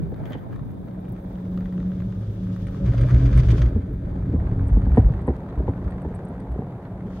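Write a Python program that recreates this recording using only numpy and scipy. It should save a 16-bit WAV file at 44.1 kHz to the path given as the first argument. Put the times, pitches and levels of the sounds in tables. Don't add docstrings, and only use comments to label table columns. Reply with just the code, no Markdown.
import sys
import numpy as np
from scipy import signal
from scipy.fft import rfft, irfft, next_fast_len
from scipy.io import wavfile
from scipy.ndimage import uniform_filter1d, minimum_filter1d, map_coordinates

SR = 44100
rng = np.random.default_rng(int(sys.argv[2]) if len(sys.argv) > 2 else 0)


def to_wav(sig):
    pcm = np.clip(np.atleast_2d(sig), -1, 1) * 32767
    pcm = np.round(pcm).astype(np.int16)
    wavfile.write(sys.argv[1], SR, pcm.T)


N = 317520
TIME_S = np.arange(N) / SR


# time in seconds, relative level in dB.
HUM_LEVEL = [(0, -35), (.5, -51), (1.0, -33.5), (1.3, -34.5), (1.55, -26), (1.88, -24), (2.19, -28),
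             (2.23, -44), (2.31, -49), (2.38, -28), (2.5, -27), (2.63, -32), (2.87, -28), (3.1, -39.5),
             (4.8, -31.5), (5.45, -41.5), (5.85, -32.5), (6.45, -37), (6.7, -46.5), (7.1, -35)]
OVERTONE_LEVEL = [(0, -64), (1.7, -53.5), (2.05, -52), (2.36, -58), (2.76, -51.5), (2.845, -32),
                  (2.875, -52), (3.6, -49.5), (3.9, -69.5)]
DRONE_LEVEL = [(0, -58.5), (1.9, -40), (2.15, -32.5), (2.55, -32), (4.0, -40), (4.75, -25), (5.3, -41.5),
               (7.2, -52)]

def rope_hum(hum_hz=182.2, overtone_hz=558, drone_hz=106.1):
    pitch_hz = hum_hz * (1 + .008 * wobble(20))
    hum = amp(curve(HUM_LEVEL) - 2.15 + 1.6 * wobble(25)) * tone(pitch_hz)
    overtone = amp(curve(OVERTONE_LEVEL) + 2.3 * wobble(17)) * wavering(overtone_hz, .006, 23)
    fifth = amp(-48 + .56 * shake_db() + 4.5 * wobble(10)) * tone(pitch_hz * 3 / 2)
    drone = amp(curve(DRONE_LEVEL) + .5 + 2.2 * wobble(22)) * wavering(drone_hz, .0387, 20)
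    return from_left(hum + overtone + fifth + drone, lead_ms=.45)


SHEAVE_TIMES_S = 2.898 + (SHEAVE_GAP_S := .1233) * np.arange(7)
SHEAVE_PUSH_DB = -12 - 3.5 * np.linspace(-1, 1, len(SHEAVE_TIMES_S)) ** 2

def sheave_booms(sigma_s=.034, boom_hz=119, sway_hz=56):
    push = swells([(s, db, sigma_s) for s, db in zip(SHEAVE_TIMES_S, SHEAVE_PUSH_DB)])
    boom = amp(-1.63 + 2 * wobble(35)) * wavering(boom_hz, .0302, 30)
    sway = amp(-3.5 + 2.8 * wobble(30.1)) * wavering(sway_hz, .099, 25)
    walls = amp(-14.5) * noise(WALL_SPECTRUM)
    return grip_on() * push * (boom + sway + walls)


def grip_on(at_s=2.858, rise_s=.008):
    return (1 + np.tanh((TIME_S - at_s) / rise_s)) / 2


# start in seconds, relative peak in dB, pitch in Hz, t60 in seconds.
THUDS = [(0.025, -21.5, 166, 0.18), (0.613, -23.5, 140, 0.05), (3.748, -12, 84.3, 0.17),
         (4.333, -13, 73.4, 0.18), (4.716, -5.5, 48.1, 0.39), (4.866, -10.5, 67.6, 1),
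         (4.98, -3, 103, 0.071), (5.046, -4.5, 50.3, 0.12), (5.098, -13, 125.5, 0.072),
         (5.283, -13.5, 66.2, 0.12), (5.575, -12, 59.4, 0.19), (5.683, -16.5, 79.4, 0.062),
         (5.857, -16.5, 68.6, 0.078), (6.064, -19.5, 63, 0.054), (6.489, -19, 61, 0.34)]

def thuds(attack_s=.016):
    out, t = np.zeros(N), np.arange(SR // 2) / SR
    for s, db, hz, t60_s in THUDS:
        phase = 2 * np.pi * hz * t
        swing = np.sin(phase) + .22 * np.sin(phase * rng.normal(1.9, .25))
        add(out, s, amp(db - 1.5) * crest(swing * burst(t, attack_s, t60_s)))
    return out


# start in seconds, body peak in dB, clack in dB re body,
# judder decay in seconds, clack pitch ratio.
KNOCKS = [(0.119, -24, -11.5, 0.023, 0.95), (.203, -37, 6.5, 0.0089, 0.88), (.25, -37.5, 3, 0.032, 0.87),
          (.306, -29.5, 3, 0.013, 0.79), (0.351, -26.5, -3, 0.016, 0.95), (.497, -33.5, -9.5, 0.0065, 0.86),
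          (0.803, -43, -5, 0.0036, 1), (0.87, -34, -1, 0.014, 0.92), (.976, -28.5, -6, 0.0107, 0.87),
          (3.522, -20, -12.5, 0.021, 1.3), (3.757, -16, -18, 0.018, 1.04), (4.037, -24, -13, .007, 0.45),
          (4.333, -16.5, -11, 0.024, 0.67), (4.512, -22.5, -15.5, 0.014, 0.59),
          (4.766, -13, -14.5, 0.013, 1.15), (4.867, -17.5, -9.5, 0.0067, 1.02), (4.973, 0, -4.5, 0.012, 1),
          (5.1, -20.5, -14.5, 0.0058, 1.2), (5.279, -11, -4, 0.012, 1.023), (5.302, -20, 2, 0.007, 0.76),
          (5.576, -26, -0.5, 0.0058, 1.1), (5.595, -19.5, -5.5, 0.016, 0.87), (5.68, -15, -4, 0.017, 1.11),
          (6.049, -20, -2, 0.0067, 0.94), (6.29, -25, -10, 0.021, 1.1), (6.556, -22, -12, 0.0044, 1),
          (6.587, -19, -9.5, 0.009, 0.96), (6.621, -35.5, 12, 0.0026, 1.03)]
# frequency in Hz, gain in dB.
KNOCK_BODY = [(30, -25.5), (70, 2), (170, 4.5), (265, 5), (340, -3), (440, -6), (600, -24.5), (1000, -49),
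              (2000, -72), (6000, -115)]
KNOCK_CLACK = [(150, -24.5), (245, 7), (335, -7.5), (450, 4.5), (540, -1.5), (660, -6.5), (750, 3.5),
               (795, -6.5), (845, -4.5), (890, -8.5), (945, -7), (1050, -12.5), (1170, -24), (1400, -28.5),
               (1850, -19.5), (2200, -32), (2700, -36.5), (5000, -67.5), (12000, -95)]

def knocks(body_lag_s=.00397):
    bodies, clacks = np.zeros(N), np.zeros(N)
    for s, db, clack_db, decay_s, pitch_ratio in KNOCKS:
        clack = [(hz * pitch_ratio, gain_db) for hz, gain_db in KNOCK_CLACK]
        add(bodies, s + body_lag_s, amp(db) * crest(struck(judder(decay_s), KNOCK_BODY)))
        add(clacks, s, amp(db + clack_db) * crest(struck(judder(decay_s), clack)))
    return bodies + from_left(cabin(clacks, wet_db=-15.5), lead_ms=.21)


def judder(decay_s, gap_s=.003, count=16):
    run = np.zeros(SR // 5)
    gaps_s = rng.uniform(.4, 1.6, count) * gap_s
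    sizes = rng.uniform(.6, 1, count) * rng.choice([-1, 1], count)
    for s, size in zip(np.cumsum(gaps_s) - gaps_s[0], sizes):
        add(run, s, np.array([size * np.exp(-(s / decay_s) ** 2)]))
    return run


# time in seconds, relative level in dB.
SHAKE_LEVEL = [(0, -32.5), (.25, -47), (1.25, -42.5), (1.7, -34.5), (2.1, -40), (2.52, -39.5),
               (2.85, -28.5), (3.5, -22.5), (3.9, -32.5), (4.6, -23.5), (5.1, -25), (5.38, -39.5),
               (5.95, -34), (6.8, -47), (7.2, -41.5)]
# frequency in Hz, relative density in dB.
RUMBLE_SPECTRUM = [(12, -31.5), (25, 0), (36, 1.5), (55, 8), (85, 1), (115, -9), (160, -2.5), (300, -84.5),
                   (600, -120)]
WALL_SPECTRUM = [(50, -26), (90, 5), (120, 9), (155, 2), (205, 3.5), (235, -2.5), (280, -2.5), (370, -6),
                 (470, -12), (630, -16.5), (760, -40), (1200, -68), (3000, -120)]

def shell_rumble():
    floor = amp(curve(SHAKE_LEVEL) + 1.8) * noise(RUMBLE_SPECTRUM)
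    walls = amp(-34 + .25 * shake_db() + 1.3 * wobble(23)) * noise(WALL_SPECTRUM)
    return floor + walls


def shake_db(usual_db=-36.5):
    return curve(SHAKE_LEVEL) - usual_db


# start in seconds, peak in dB, t60 in seconds.
CLATTERS = [(2.858, -37.5, 0.089), (2.92, -38.5, 0.015), (2.977, -35.5, 0.079), (3.01, -34, 0.071),
            (3.034, -33.5, 0.017), (3.106, -34, 0.06), (3.143, -33.5, .03), (3.162, -35.5, 0.025),
            (3.233, -43, 0.044), (3.258, -34.5, 0.078), (3.326, -34, 0.055), (3.374, -30, 0.046),
            (3.396, -33.5, .04), (3.433, -35, 0.022), (3.484, -33, 0.046), (3.501, -33, .06),
            (3.58, -32, 0.035), (3.6147, -27, .055), (3.659, -40, 0.029), (3.684, -42.5, 0.029)]
# frequency in Hz, gain in dB.
CLATTER_RESPONSE = [(500, -2), (850, -4.5), (1200, 8.5), (1600, 2.5), (2000, 6.5), (2750, -5), (3300, -1),
                    (4000, -10.5), (4800, -7.5), (5500, -18), (6300, -9), (7500, -28.5), (9800, -30.5),
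                    (15000, -32.5)]

def panel_clatters(attack_s=.0015):
    out, t = np.zeros(N), np.arange(SR // 8) / SR
    for s, db, t60_s in CLATTERS:
        hits = contacts(len(t), rate_hz=3500, spread_db=5.5) * burst(t, attack_s, t60_s)
        add(out, s, amp(db) * crest(struck(hits, CLATTER_RESPONSE)))
    return cabin(out, wet_db=-11.5) * pan(left_db=1.5)


# frequency in Hz, gain in dB.
PANEL_RESPONSE = [(400, -13), (800, -1), (1150, 9.5), (1550, 7), (2050, 2.5), (2700, -7), (3300, -8.5),
                  (4100, -11), (4800, -13.5), (5400, -25), (6300, -16.5), (7500, -25), (9800, -22),
                  (11500, -35), (15800, -30)]
# centre in seconds, relative level in dB, sigma in seconds.
SCRAPES = [(.3, -58, 0.07), (.53, -62, 0.019), (4.98, -47, 0.016)]
RATTLE_TIMES_S, RATTLE_SIGMA_S = SHEAVE_TIMES_S - .041, .053

def panel_rattle(rate_hz=550, spread_db=5):
    flutter = amp(1.8 * wobble(70))
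    surges = [(s, db - 41, RATTLE_SIGMA_S) for s, db in zip(RATTLE_TIMES_S, SHEAVE_PUSH_DB)]
    idle = amp(-66 + .35 * shake_db())
    drive = idle + grip_on() * swells(surges) + swells(SCRAPES)
    left, ahead, right = [unit(struck(contacts(N, rate_hz, spread_db), PANEL_RESPONSE))
                          for _ in range(3)]
    return cabin(drive * flutter * (ahead + .5 * np.array([left, right])), wet_db=-4.5)


# start in seconds, relative peak in dB.
CLICKS = [(0.143, -40), (0.528, -38.5), (.56, -37), (.592, -40), (.706, -45.5), (.885, -44.5), (.911, -45),
          (.946, -48), (0.992, -47), (1.052, -46.5), (1.082, -43), (1.164, -42), (1.177, -46.5),
          (1.198, -46.5), (1.356, -43.5), (1.385, -46.5), (1.454, -42.5), (1.575, -35.5), (1.607, -38),
          (1.657, -36.5), (1.7247, -39), (1.779, -39), (1.802, -38.5), (1.828, -40.5), (1.918, -37),
          (2.003, -39), (2.021, -37), (2.124, -41), (2.233, -46), (2.47, -37.5), (2.502, -41.5),
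          (2.53, -42.5), (2.5623, -34.5), (2.669, -37), (2.684, -39), (2.746, -36), (5.507, -41),
          (5.672, -41), (5.842, -43), (5.904, -41), (6.018, -41), (6.157, -45.5), (6.221, -60),
          (6.345, -51), (6.403, -44), (6.518, -43), (6.55, -42), (6.852, -42), (7.07, -48)]

def panel_clicks(t60_s=.015):
    out, t = np.zeros(N), np.arange(SR // 20) / SR
    for s, db in CLICKS:
        response = [(hz, gain_db + rng.standard_normal()) for hz, gain_db in PANEL_RESPONSE]
        add(out, s, amp(db - 1) * crest(struck(snap(t, t60_s), response)))
    return cabin(dulled(out), wet_db=-10) * pan(left_db=1.5)


# centre in seconds, level in dB, sigma in seconds, pitch in Hz.
GROANS = [(2.944, -29, 0.0016, 590), (3.005, -38, 0.014, 557), (3.045, -32, 0.0025, 478),
          (3.054, -36.5, 0.0076, 618), (3.188, -38, 0.0032, 425), (3.326, -43.5, 0.0045, 532),
          (3.375, -39, 0.0072, 640), (3.55, -33.5, .016, 420)]
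# frequency in Hz, relative density in dB.
RUB_SPECTRUM = [(200, -85.5), (400, -25.5), (520, 6.5), (565, -6), (650, 7.5), (800, -21.5), (1500, -120)]

def hanger_groans(rub_db=-49, rub_sigma_s=.065):
    rubs = swells([(s, rub_db, rub_sigma_s) for s in SHEAVE_TIMES_S]) * noise(RUB_SPECTRUM)
    waver = 1 + .0515 * wobble(120)
    return rubs + sum(swells([(s, db, sigma_s)]) * tone(hz * waver) for s, db, sigma_s, hz in GROANS)


# frequency in Hz, relative density in dB.
HISS_SPECTRUM = [(1000, -1), (1300, 4), (2200, -3.5), (2800, 0), (3500, 1.5), (4100, -5.5), (4800, -4),
                 (5400, -7), (6200, -7), (7400, -16), (9700, -17), (11500, -24.5), (15500, -27.5)]
# centre in seconds, level in dB, sigma in seconds.
HISS_FLARES = [(3.398, -51.5, 0.01), (3.515, -48, 0.0069), (7.2, -64, 0.062)]

def sheave_hiss(rise_db_per_s=8.5, fall_db_per_s=151, dip=.28):
    past_last_s = TIME_S - RATTLE_TIMES_S[-1]
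    nearness_db = np.minimum(rise_db_per_s * past_last_s, -fall_db_per_s * past_last_s)
    between = swells([(s - SHEAVE_GAP_S / 2, 0, RATTLE_SIGMA_S / 2) for s in RATTLE_TIMES_S])
    passing = amp(-55 + nearness_db + 2 * grip_on()) * (1 - dip * between)
    running_rope = amp(-81.5 + .3 * shake_db())
    level = np.hypot(passing, running_rope) + swells(HISS_FLARES)
    flutter = amp(1.7 * wobble(50))
    return level * flutter * noise(HISS_SPECTRUM) * pan(left_db=5)


# start in seconds, clack peak in dB.
CATCH_HITS = [(0.256, -43.5), (0.307, -43), (0.3226, -41), (0.332, -35.5), (0.342, -44.5), (0.3822, -45)]
# frequency in Hz, gain in dB.
CATCH_RESPONSE = [(1200, -5.5), (1950, 10), (2600, -6), (3200, 2.5), (3800, -16), (4650, -16), (5400, -18),
                  (6300, -14.5), (8000, -27), (15000, -35)]

def catch_jiggle(t60_s=.0068, ring_hz=3200, ring_t60_s=.017):
    out, t = np.zeros(N), np.arange(SR // 10) / SR
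    for s, db in CATCH_HITS:
        clack = crest(struck(snap(t, t60_s), CATCH_RESPONSE))
        ring = amp(-15 - 60 * t / ring_t60_s) * modes(t, ring_hz * rng.normal(1, .04, size=3))
        add(out, s, amp(db) * (clack + ring))
    return cabin(out, wet_db=-1.5)


# start in seconds, relative peak in dB.
TICKS = [(2.669, -53), (3.011, -48), (3.375, -42.5), (4.669, -51), (4.682, -47), (4.96, -51.5),
         (5.216, -57), (5.27, -49), (5.907, -53), (6.018, -53), (6.148, -47.5), (6.154, -47), (6.25, -50),
         (6.284, -53), (6.401, -54.5), (6.52, -57)]

def fitting_ticks(centre_hz=9030, width=.11, attack_s=.002, t60_s=.016, ring_t60_s=.07):
    out, t = np.zeros(N), np.arange(SR // 10) / SR
    band = [(centre_hz * (1 + k * width), db) for k, db in [(-2, -30), (-1, 0), (1, -3), (3, -30)]]
    for s, db in TICKS:
        modes_hz = centre_hz * (1 + width * rng.uniform(-.95, 1, size=3))
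        ring = amp(-10) * burst(t, attack_s, ring_t60_s) * crest(modes(t, modes_hz))
        rub = rng.standard_normal(len(t)) * burst(t, attack_s, t60_s)
        add(out, s, amp(db - 7.5) * (crest(struck(rub, band)) + ring))
    return cabin(out, wet_db=-5) * pan(left_db=-17.5)


# time in seconds, relative level in dB.
RUSH_LEVEL = [(0, -53), (.3, -45.5), (.8, -52.5), (1.2, -49), (2.4, -55.5), (3.05, -50), (3.68, -47.5),
              (3.85, -53), (4.04, -56), (4.07, -47.5), (4.27, -50), (4.4, -44), (5, -41.5), (7.2, -43)]
# frequency in Hz, relative density in dB.
RUSH_SPECTRUM = [(200, -14.5), (400, 7), (700, 5), (950, 0), (1250, -10), (1850, -19), (2700, -31),
                 (5000, -43), (9000, -50.5)]
FAINT_HISS_SPECTRUM = [(3000, -9.5), (6000, -1), (8500, 7), (10000, 8), (11500, -0.5), (13000, 2),
                       (15500, 2.5)]

def air_rush():
    rush = amp(curve(RUSH_LEVEL) - 2 + 1.7 * wobble(110)) * noise(RUSH_SPECTRUM)
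    return rush + amp(-81 + wobble(3)) * noise(FAINT_HISS_SPECTRUM)


def frame_creaks(rate_hz=55, scatter_db=5, t60_s=.015):
    slips, t = np.zeros(N), np.arange(SR // 20) / SR
    for k, (jitter, size) in enumerate(rng.uniform(-1, 1, (int(rate_hz * N / SR), 2))):
        add(slips, (k + jitter) / rate_hz, amp(scatter_db * size) * snap(t, t60_s))
    woody = unit(dulled(struck(slips, PANEL_RESPONSE)))
    level_db = curve(RUSH_LEVEL) - 16 + .23 * shake_db()
    return from_left(cabin(amp(level_db) * woody, wet_db=-9), lead_ms=-.11)


# centre in Hz, sigma in Hz, gain in dB.
WHISTLE_BANDS = [(3640, 280, 2), (6040, 76, -6.5)]
# time in seconds, pitch in Hz, level in dB.
WHINE = [(1.7, 1180, -85), (2.05, 1213, -64.5), (2.4, 1221, -71), (2.65, 1270, -71), (2.82, 1310, -61),
         (2.95, 1340, -87)]

def rope_whistle(loudest_s=2.5, fade_db_per_s=1.8):
    def bands(hz):
        return sum(amp(db) * bell(hz, centre_hz, sigma_hz) for centre_hz, sigma_hz, db in WHISTLE_BANDS)
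    whine = amp(curve(WHINE, column=2) + 2 * wobble(9)) * wavering(curve(WHINE), .011, 40)
    ring_db = -72.5 - fade_db_per_s * np.abs(TIME_S - loudest_s)
    ring = amp(ring_db) * unit(filtered(rng.standard_normal((2, N)), bands))
    return ring + from_left(whine, lead_ms=.15)


# time in seconds, level in dB.
RUSTLE_LEVEL = [(0, -69.5), (.7, -72.5), (3.5, -73.5), (4.1, -81)]
# frequency in Hz, relative density in dB.
RUSTLE_SPECTRUM = [(5000, -26.5), (8500, -13), (10500, -7), (13000, -0.5), (15000, 0)]
# centre in seconds, level in dB, sigma in seconds.
RUSTLE_RUBS = [(.28, -69, 0.027), (1.094, -57.5, 0.0046), (1.124, -56.5, 0.0049), (3.376, -62, 0.0051),
               (3.935, -66, 0.0056)]

def rustle(rate_hz=450):
    grains = (rng.random((2, N)) < rate_hz / SR) * rng.standard_normal((2, N))
    level = amp(curve(RUSTLE_LEVEL) + 2.5 * wobble(35)) + swells(RUSTLE_RUBS)
    return level * unit(filtered(grains, lambda hz: amp(along(RUSTLE_SPECTRUM, hz))))


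# frequency in Hz, t60 in seconds.
CABIN_T60 = [(200, 0.089), (2000, 0.13), (10000, 0.0069)]

def cabin(x, wet_db):
    hz, t, bins = signal.stft(rng.standard_normal((2, SR // 4)), SR, nperseg=256)
    tail = signal.istft(bins * amp(-60 * t / along(CABIN_T60, hz)[:, None]), SR, nperseg=256)[1]
    wet = signal.fftconvolve(np.atleast_2d(x), tail / np.linalg.norm(tail[0]), axes=1)[:, :N]
    return x + amp(wet_db) * wet


# frequency in Hz, side re mid in dB.
WIDTH = [(40, -1.5), (200, -1), (450, -5), (750, 3.5), (1500, 2), (3000, 0), (8000, 3), (13000, -12)]

def noise(spectrum):
    def gains(hz):
        mid_db = along(spectrum, hz)
        return amp([mid_db, mid_db + along(WIDTH, hz)])
    mid, side = filtered(rng.standard_normal((2, N)), gains)
    return np.array([mid + side, mid - side]) / np.std(mid)


def contacts(size, rate_hz, spread_db):
    hits = (rng.random(size) < rate_hz / SR) * rng.choice([-1, 1], size)
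    return hits * amp(spread_db * np.minimum(rng.exponential(size=size), 2))


def struck(x, spectrum, size=4096):
    cepstrum = irfft(np.log(amp(along(spectrum, np.fft.rfftfreq(size, 1 / SR)))))
    cepstrum[1:size // 2] *= 2
    cepstrum[size // 2 + 1:] = 0
    return signal.fftconvolve(x, irfft(np.exp(rfft(cepstrum))))[:len(x)]


def snap(t, t60_s):
    return rng.standard_normal(len(t)) * amp(-60 * t / t60_s)


def burst(t, attack_s, t60_s):
    return amp(-60 * t / t60_s) * (1 - np.exp(-t / attack_s))


def modes(t, hz):
    return np.sin(2 * np.pi * np.outer(hz, t)).sum(axis=0)


def tone(hz):
    return np.sqrt(2) * np.sin(2 * np.pi * (np.cumsum(hz) / SR + rng.random()))


def wavering(hz, depth, rate_hz):
    return tone(hz * (1 + depth * wobble(rate_hz)))


def wobble(rate_hz):
    return map_coordinates(rng.standard_normal(int(N * rate_hz / SR) + 4), [TIME_S * rate_hz])


def bell(x, centre, sigma):
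    return np.exp(-((x - centre) / sigma) ** 2 / 2)


def swells(rows):
    return np.sqrt(sum((amp(db) * bell(TIME_S, s, sigma_s)) ** 2 for s, db, sigma_s in rows))


def curve(rows, column=1):
    columns = np.transpose(rows)
    return np.interp(TIME_S, columns[0], columns[column])


def along(points, hz):
    knots_hz, values = np.transpose(points)
    return np.interp(np.log(hz + 1), np.log(knots_hz), values)


def filtered(x, response):
    size = next_fast_len(N + SR // 2)
    return irfft(rfft(x, size) * response(np.fft.rfftfreq(size, 1 / SR)), size)[..., :N]


def dulled(x, corner_hz=5000):
    return filtered(x, lambda hz: 1 / (1 + 1j * hz / corner_hz))


def from_left(x, lead_ms):
    return filtered(x, lambda hz: np.exp(np.outer([1j, -1j], np.pi * hz * lead_ms / 1000)))


def pan(left_db):
    return amp([[left_db / 2], [-left_db / 2]])


def add(track, s, sound):
    part = track[..., max(round(s * SR), 0):][..., :sound.shape[-1]]
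    part += sound[..., :part.shape[-1]]


def amp(db):
    return 10 ** (np.asarray(db) / 20)


def unit(x):
    return x / np.sqrt(np.mean(x ** 2) + 1e-20)


def crest(x):
    return x / np.abs(x).max()


def limit(x, ceiling=.88, hold_samples=600):
    gain = np.minimum(1, ceiling / (np.abs(x).max(axis=0) + 1e-9))
    return x * uniform_filter1d(minimum_filter1d(gain, hold_samples), hold_samples // 2)


def scene():
    running_gear = rope_hum() + rope_whistle() + sheave_hiss()
    structure = shell_rumble() + sheave_booms() + hanger_groans()
    jolts = thuds() + knocks()
    panels = panel_rattle() + panel_clicks() + panel_clatters()
    fittings = frame_creaks() + catch_jiggle() + fitting_ticks() + rustle()
    return running_gear + structure + jolts + panels + fittings + air_rush()


# time in seconds, frequency in Hz below which the sound is mono.
MONO_EDGE = [(.6, 6.8), (1.0, 250), (1.5, 570), (4.1, 375), (4.6, 970), (7.2, 1310)]

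def record(dry, low_cut_hz=25, top_hz=15830):
    mid, side = (dry[0] + dry[1]) / 2, (dry[0] - dry[1]) / 2
    hz, t, bins = signal.stft(side, SR, nperseg=2048)
    edge_hz = np.interp(t, *np.transpose(MONO_EDGE))
    slope = (hz[:, None] / edge_hz) ** 12
    side = signal.istft(bins * slope / (1 + slope), SR, nperseg=2048)[1][:N]
    stereo = np.array([mid + side, mid - side])
    stereo = filtered(stereo, lambda hz: hz ** 6 / (hz ** 6 + low_cut_hz ** 6))
    return filtered(limit(stereo), lambda hz: hz < top_hz)


dry = scene()
out = record(dry)
to_wav(out)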